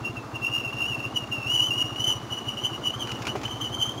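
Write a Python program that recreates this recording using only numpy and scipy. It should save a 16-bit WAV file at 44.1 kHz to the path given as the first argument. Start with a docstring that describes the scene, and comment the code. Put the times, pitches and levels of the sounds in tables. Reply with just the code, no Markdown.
"""Motorcycle on a country road, from the saddle.

A small microphone rides along on a single-cylinder machine at low revs. Close by, each firing rings
the exhaust pipe, about twelve thumps a second, over clacking valve gear and tyre noise. A dragging
brake squeals on and off. Near the end a rough patch makes the bodywork rattle and knock."""
import sys
import numpy as np
from scipy import signal
from scipy.fft import rfft, irfft
from scipy.io import wavfile
from scipy.ndimage import uniform_filter1d, map_coordinates

SR = 44100
rng = np.random.default_rng(int(sys.argv[2]) if len(sys.argv) > 2 else 0)


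def bounce(signal):
    """Save signal as a 16-bit WAV file at the path given by the first command-line argument."""
    frames = np.transpose(np.atleast_2d(signal))
    limited = np.clip(frames, -1, 1)
    pcm = np.round(limited * 32767).astype(np.int16)
    wavfile.write(sys.argv[1], SR, pcm)


N = 176400

# Engine speed: t/s, firing rate/Hz
FIRING_RATE = [(0, 12.64), (.6, 12.114), (.9, 12.815), (1.2, 12.21), (1.5, 13.179), (1.8, 12.939),
               (2.5, 12.436), (3.2, 12.146), (4, 11.652)]


def amp(db):
    """Decibels to gain."""
    return 10 ** (np.asarray(db) / 20)


def unit(x):
    """Scales to rms 1."""
    return x / np.sqrt(np.mean(abs(x) ** 2) + 1e-20)


def curve(rows):
    """Joins (t/s, value) points with straight lines, at every sample."""
    times, values = np.transpose(rows)
    return np.interp(np.arange(N) / SR, times, values)


def add(mix, start_s, sound):
    """Mixes a sound in at the given time."""
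    part = mix[max(round(start_s * SR), 0):][:len(sound)]
    part += sound[:len(part)]


def coloured(spectrum):
    """Noise of rms 1, shaped by (f/Hz, level/dB) points of spectral density."""
    hz, db = np.transpose(spectrum)
    gain = amp(np.interp(np.log(np.fft.rfftfreq(N, 1 / SR) + 1), np.log(hz), db))
    return unit(irfft(rfft(rng.standard_normal(N)) * gain, N))


def drift(rate_hz):
    """Random motion of rms 1, up to about the given rate."""
    hz = np.fft.rfftfreq(N, 1 / SR)
    return unit(irfft(rfft(rng.standard_normal(N)) / (1 + (hz / rate_hz) ** 4), N))


def noise_band(phase, width_hz):
    """A narrow band of noise that follows the phase of a tone."""
    return unit(drift(width_hz / 2) * np.cos(phase) + drift(width_hz / 2) * np.sin(phase))


def engine_cycles(first_firing_s=0.01116):
    """Number of engine cycles since the first firing."""
    return np.cumsum(curve(FIRING_RATE)) / SR - first_firing_s * FIRING_RATE[0][1]


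def exhaust(rms_db=-40.5, rise_s=0.014, spread_db=0.5, detune=0.0086):
    """Each firing rings the low modes of the pipe, never quite alike; a few burn weakly."""
    # Pipe modes: f/Hz, relative level/dB, t60/s
    pipe_modes = [(66.6, -14.5, 0.083), (98, -9, 0.047), (118.5, 6.5, 0.083), (224, -11, 0.063),
                  (331.6, -2.5, 0.058)]
    # Weak burns: t/s, level change/dB
    weak_burns = [(.25, -6), (.82, -7), (2.39, -15), (2.55, -6), (2.79, -5), (2.88, -4.5)]
    out, t = np.zeros(N), np.arange(SR // 5) / SR
    firing_times = np.flatnonzero(np.diff(np.floor(engine_cycles()))) / SR
    for start in firing_times:
        *mode_shifts, softness = rng.standard_normal(len(pipe_modes) + 1)
        weak_db = sum(db for at, db in weak_burns if abs(at - start) < .04)
        ring = sum(amp(db - 60 * t / t60) * np.sin(2 * np.pi * hz * (1 + detune * shift) * t)
                   for (hz, db, t60), shift in zip(pipe_modes, mode_shifts))
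        attack = 1 - np.exp(-t / rise_s)
        add(out, start, -ring * attack * amp(weak_db - spread_db * softness))
    return amp(rms_db) * unit(out)


def valve_gear(rise_s=0.004, t60_s=0.099):
    """Below the saddle the valve gear clacks twice a cycle, once softly and once hard."""
    # Clacks: position/share of the cycle, level/dB
    clacks = [(.27, -44), (.79, -38)]
    # Clack spectrum: f/Hz, relative level/dB
    clack_spectrum = [(300, -17), (700, -4), (950, -8), (1200, 2.5), (1700, -13), (2500, -29.5),
                      (8000, -46)]
    envelope = np.zeros(N)
    for share, db in clacks:
        age_s = (engine_cycles() - share) % 1 / curve(FIRING_RATE)
        envelope += np.minimum(age_s / rise_s, 1) * amp(db - 60 * age_s / t60_s)
    return envelope * coloured(clack_spectrum)


def road_wash(patch_db=1.18):
    """Patchy tyre, air and engine noise around the rider, louder on the rough stretch."""
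    # Wash spectrum: f/Hz, relative level/dB
    wash_spectrum = [(20, -37), (45, -17), (80, -1), (130, -5.5), (175, -5), (230, 0.5), (320, 0.5),
                     (500, -7), (730, -5), (1150, -7.5), (1700, -17), (2400, -20), (4000, -23.5),
                     (7200, -27.5), (7700, -35.5), (15500, -42.5)]
    # Wash along the road: t/s, level/dB
    wash_level = [(0, -40), (1, -39), (2.9, -38.5), (3.2, -36), (3.45, -37.5), (4, -38)]
    cells = signal.stft(coloured(wash_spectrum), nperseg=512)[2]
    patches = uniform_filter1d(rng.standard_normal(cells.shape), size=7, axis=0)  # across frequency
    patches = unit(uniform_filter1d(patches, size=3, axis=1))  # across time
    wash = signal.istft(cells * amp(patch_db * patches), nperseg=512)[1][:N]
    return amp(curve(wash_level)) * unit(wash)


def brake_squeal(wobble_hz=22.8, flutter_db=2.76, mid_db=-20, brighten_db_per_hz=0.0349, scrape_db=-26.5):
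    """A dragging pad sings a wavering tone, purest when loudest, with rasp, overtones and dry scraping."""
    # Squeal pitch: t/s, f/Hz
    squeal_pitch = [(0, 2702), (.15, 2805), (.2, 2640), (.35, 2755), (.44, 2716), (.53, 2840), (.7, 2715),
                    (.74, 2784), (.85, 2752), (.89, 2910), (.94, 2728), (1.08, 2760), (1.15, 2963),
                    (1.24, 2792), (1.32, 2820), (1.45, 2667), (1.54, 2972), (1.6, 2903), (1.67, 3043),
                    (1.695, 3010), (1.71, 2775), (1.75, 2885), (1.94, 2846), (2.04, 3020), (2.13, 2966),
                    (2.33, 2950), (2.58, 2894), (2.66, 3037), (2.75, 2894), (2.85, 2978), (2.89, 2904),
                    (3.0, 3160), (3.05, 2967), (3.24, 2847), (3.3, 2946), (3.46, 3035), (3.62, 3090),
                    (3.68, 2960), (3.74, 3110), (3.8, 3120), (3.83, 3070), (3.89, 3146), (4, 3180)]
    # Squeal swells, in five consecutive stretches: t/s, level/dB
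    squeal_swells = [
        [(0.0, -45), (0.02, -64), (0.058, -28.5), (0.112, -42.5), (0.118, -54), (0.158, -54), (0.168, -37.5),
         (0.186, -38.5), (0.208, -53), (0.326, -67), (0.358, -28), (0.382, -47), (0.41, -46), (0.424, -32),
         (0.448, -24), (0.482, -29), (0.51, -39), (0.544, -24.5), (0.61, -26.5), (0.62, -40.5), (0.652, -30.5),
         (0.692, -32.5), (0.722, -46), (0.732, -29), (0.76, -46), (0.77, -34.5), (0.832, -24), (0.878, -32.5),
         (0.954, -29), (0.964, -44), (1.0, -29), (1.022, -41), (1.032, -32), (1.066, -32), (1.1, -51),
         (1.12, -46)],
        [(1.12, -59), (1.13, -59), (1.168, -22), (1.172, -19.5), (1.204, -40), (1.244, -38), (1.262, -62),
         (1.276, -41), (1.296, -62), (1.324, -27), (1.41, -40), (1.43, -30.5), (1.454, -36), (1.468, -27.5),
         (1.512, -25.5), (1.558, -21), (1.576, -26), (1.592, -24.5), (1.606, -18), (1.616, -25), (1.64, -20),
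         (1.65, -27.5), (1.66, -24.5), (1.682, -31.5), (1.702, -34), (1.71, -24.5), (1.77, -32.5),
         (1.786, -25.5), (1.798, -27), (1.824, -21), (1.838, -35), (1.856, -31.5), (1.92, -39.5), (1.93, -35),
         (1.94, -45), (1.96, -44)],
        [(1.96, -33.5), (1.992, -35.5), (2.008, -25), (2.034, -33), (2.044, -22.5), (2.064, -32), (2.078, -19),
         (2.134, -26.5), (2.148, -41.5), (2.162, -32), (2.182, -42), (2.188, -45), (2.218, -46.5), (2.224, -46),
         (2.296, -54), (2.302, -44), (2.326, -27), (2.37, -38), (2.38, -30.5), (2.442, -50.5), (2.492, -27.5),
         (2.55, -42), (2.56, -61), (2.572, -34), (2.582, -32), (2.626, -39), (2.648, -24.5), (2.672, -28.5),
         (2.682, -37), (2.714, -43.5), (2.748, -32.5), (2.778, -42), (2.79, -54), (2.81, -58)],
        [(2.81, -52), (2.822, -47), (2.856, -25.5), (2.878, -23.5), (2.928, -43.5), (2.94, -34), (2.966, -42),
         (2.978, -50), (2.992, -48), (3.002, -34), (3.03, -25), (3.066, -42.5), (3.12, -32.5), (3.14, -44),
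         (3.16, -34), (3.188, -50), (3.2, -43), (3.218, -53), (3.226, -55), (3.238, -59), (3.272, -40),
         (3.278, -39), (3.292, -27), (3.328, -42), (3.356, -47), (3.376, -64), (3.41, -61)],
        [(3.41, -61), (3.422, -89), (3.458, -26.5), (3.468, -39), (3.5, -42.5), (3.516, -28.5), (3.54, -41.5),
         (3.57, -38), (3.598, -52), (3.616, -24), (3.636, -34), (3.646, -31), (3.66, -33.5), (3.674, -34),
         (3.69, -40), (3.718, -46), (3.726, -35), (3.746, -29), (3.776, -43), (3.83, -19), (3.844, -29.5),
         (3.874, -30.5), (3.882, -40), (3.894, -33.5), (3.97, -55), (3.976, -42), (3.99, -45)],
    ]
    # Rasp against the clean tone, with the squeal at mid_db: t/s, level/dB
    rasp_level = [(0, -13), (1.4, -11.5), (2.2, -8), (3, -1), (4, -5)]
    # Overtones from the second harmonic up: width/Hz, relative level/dB
    overtone_bands = [(300, -20), (520, -33), (1000, -38)]
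    # Slow change in overtone strength: t/s, level/dB
    overtone_level = [(0, -1.5), (1, -3), (1.6, 0.5), (2.1, 2.5), (2.7, 0), (4, -1)]
    # Dry scraping of the pad: f/Hz, relative level/dB
    scrape_spectrum = [(500, -30), (2200, -3), (5000, -7), (8000, -16), (15000, -6)]
    pitch_hz = curve(squeal_pitch)
    level = amp(curve(np.concatenate(squeal_swells)))
    phase = 2 * np.pi * np.cumsum(pitch_hz + wobble_hz * drift(rate_hz=117.9)) / SR
    impurity = (level / amp(mid_db)) ** -0.16  # rasp and overtones swell less than the tone
    rasp = amp(curve(rasp_level)) * impurity
    clean = unit(np.sin(phase) * amp(flutter_db * drift(rate_hz=132)))
    tone = (clean + rasp * noise_band(phase, width_hz=282)) / np.sqrt(1 + rasp ** 2)
    overtones = sum(amp(db) * noise_band(k * phase, width)
                    for k, (width, db) in enumerate(overtone_bands, 2))
    # Pressing harder lifts the pitch above its slow trend and brings out the overtones.
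    lift_hz = pitch_hz - uniform_filter1d(pitch_hz, round(5.2 * SR))
    brightness = amp(curve(overtone_level) + brighten_db_per_hz * lift_hz) * impurity
    scrape = amp(scrape_db) * coloured(scrape_spectrum)
    return level * (tone + brightness * overtones + scrape)


def impact(spectrum, db, t60_s, rise_s):
    """The dense ring of many struck parts, as a quickly dying burst of noise."""
    t = np.arange(SR // 4) / SR
    return coloured(spectrum)[:len(t)] * amp(db - 60 * t / t60_s) * np.minimum(t / rise_s, 1)


def rough_patch(knock_at_s=3.351):
    """Rough road rattles loose parts, and the suspension knocks once."""
    # Loose parts striking: t/s, level/dB, t60/s
    rattles = [(3.073, -29, .03), (3.092, -30.5, 0.03), (3.116, -22.5, 0.03), (3.219, -31.5, .08),
               (3.252, -30, 0.051), (3.268, -23.5, 0.078), (3.356, -36, 0.16), (3.414, -33, .04),
               (3.432, -33, 0.14), (3.478, -32, .03)]
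    # Rattle spectrum: f/Hz, relative level/dB
    rattle_spectrum = [(200, -3), (900, -9.5), (1480, -0.5), (1850, -9.5), (2450, -0.5), (3500, -11),
                       (6800, -13), (8000, -26.5), (15000, -38)]
    # Suspension knock spectrum: f/Hz, relative level/dB
    knock_spectrum = [(100, -29), (280, -10), (410, 7.5), (600, -4.5), (820, 3.5), (1300, -22), (2500, -27),
                      (8000, -46)]
    out = np.zeros(N)
    for start, db, t60_s in rattles:
        add(out, start, impact(rattle_spectrum, db, t60_s, rise_s=0.0017))
    add(out, knock_at_s, impact(knock_spectrum, db=-19, t60_s=0.054, rise_s=0.0032))
    return out


def scene():
    """Everything as it reaches the saddle, in mono."""
    return (exhaust() + valve_gear() + road_wash() + brake_squeal() + rough_patch())[None]


def record(dry, low_cut_hz=44, slip_hz=3889.8, slip_samples=0.88, high_cut_hz=15850):
    """A small microphone drops the deepest bass; the recorder adds timing slip and cuts the top treble."""
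    low_cut = signal.butter(4, low_cut_hz, "high", fs=SR, output="sos")
    heard = signal.sosfilt(low_cut, dry[0])
    # The timing slips in a fast sawtooth, giving the squeal thin sidebands.
    n = np.arange(N)
    sawtooth = n * slip_hz / SR % 1 - .5
    slipped = map_coordinates(heard, [n + slip_samples * sawtooth], order=3, mode="nearest")
    high_cut = signal.firwin(511, high_cut_hz, window=("kaiser", 9), fs=SR)
    return signal.oaconvolve(slipped, high_cut, "same")[None]


dry = scene()
out = record(dry)
bounce(out)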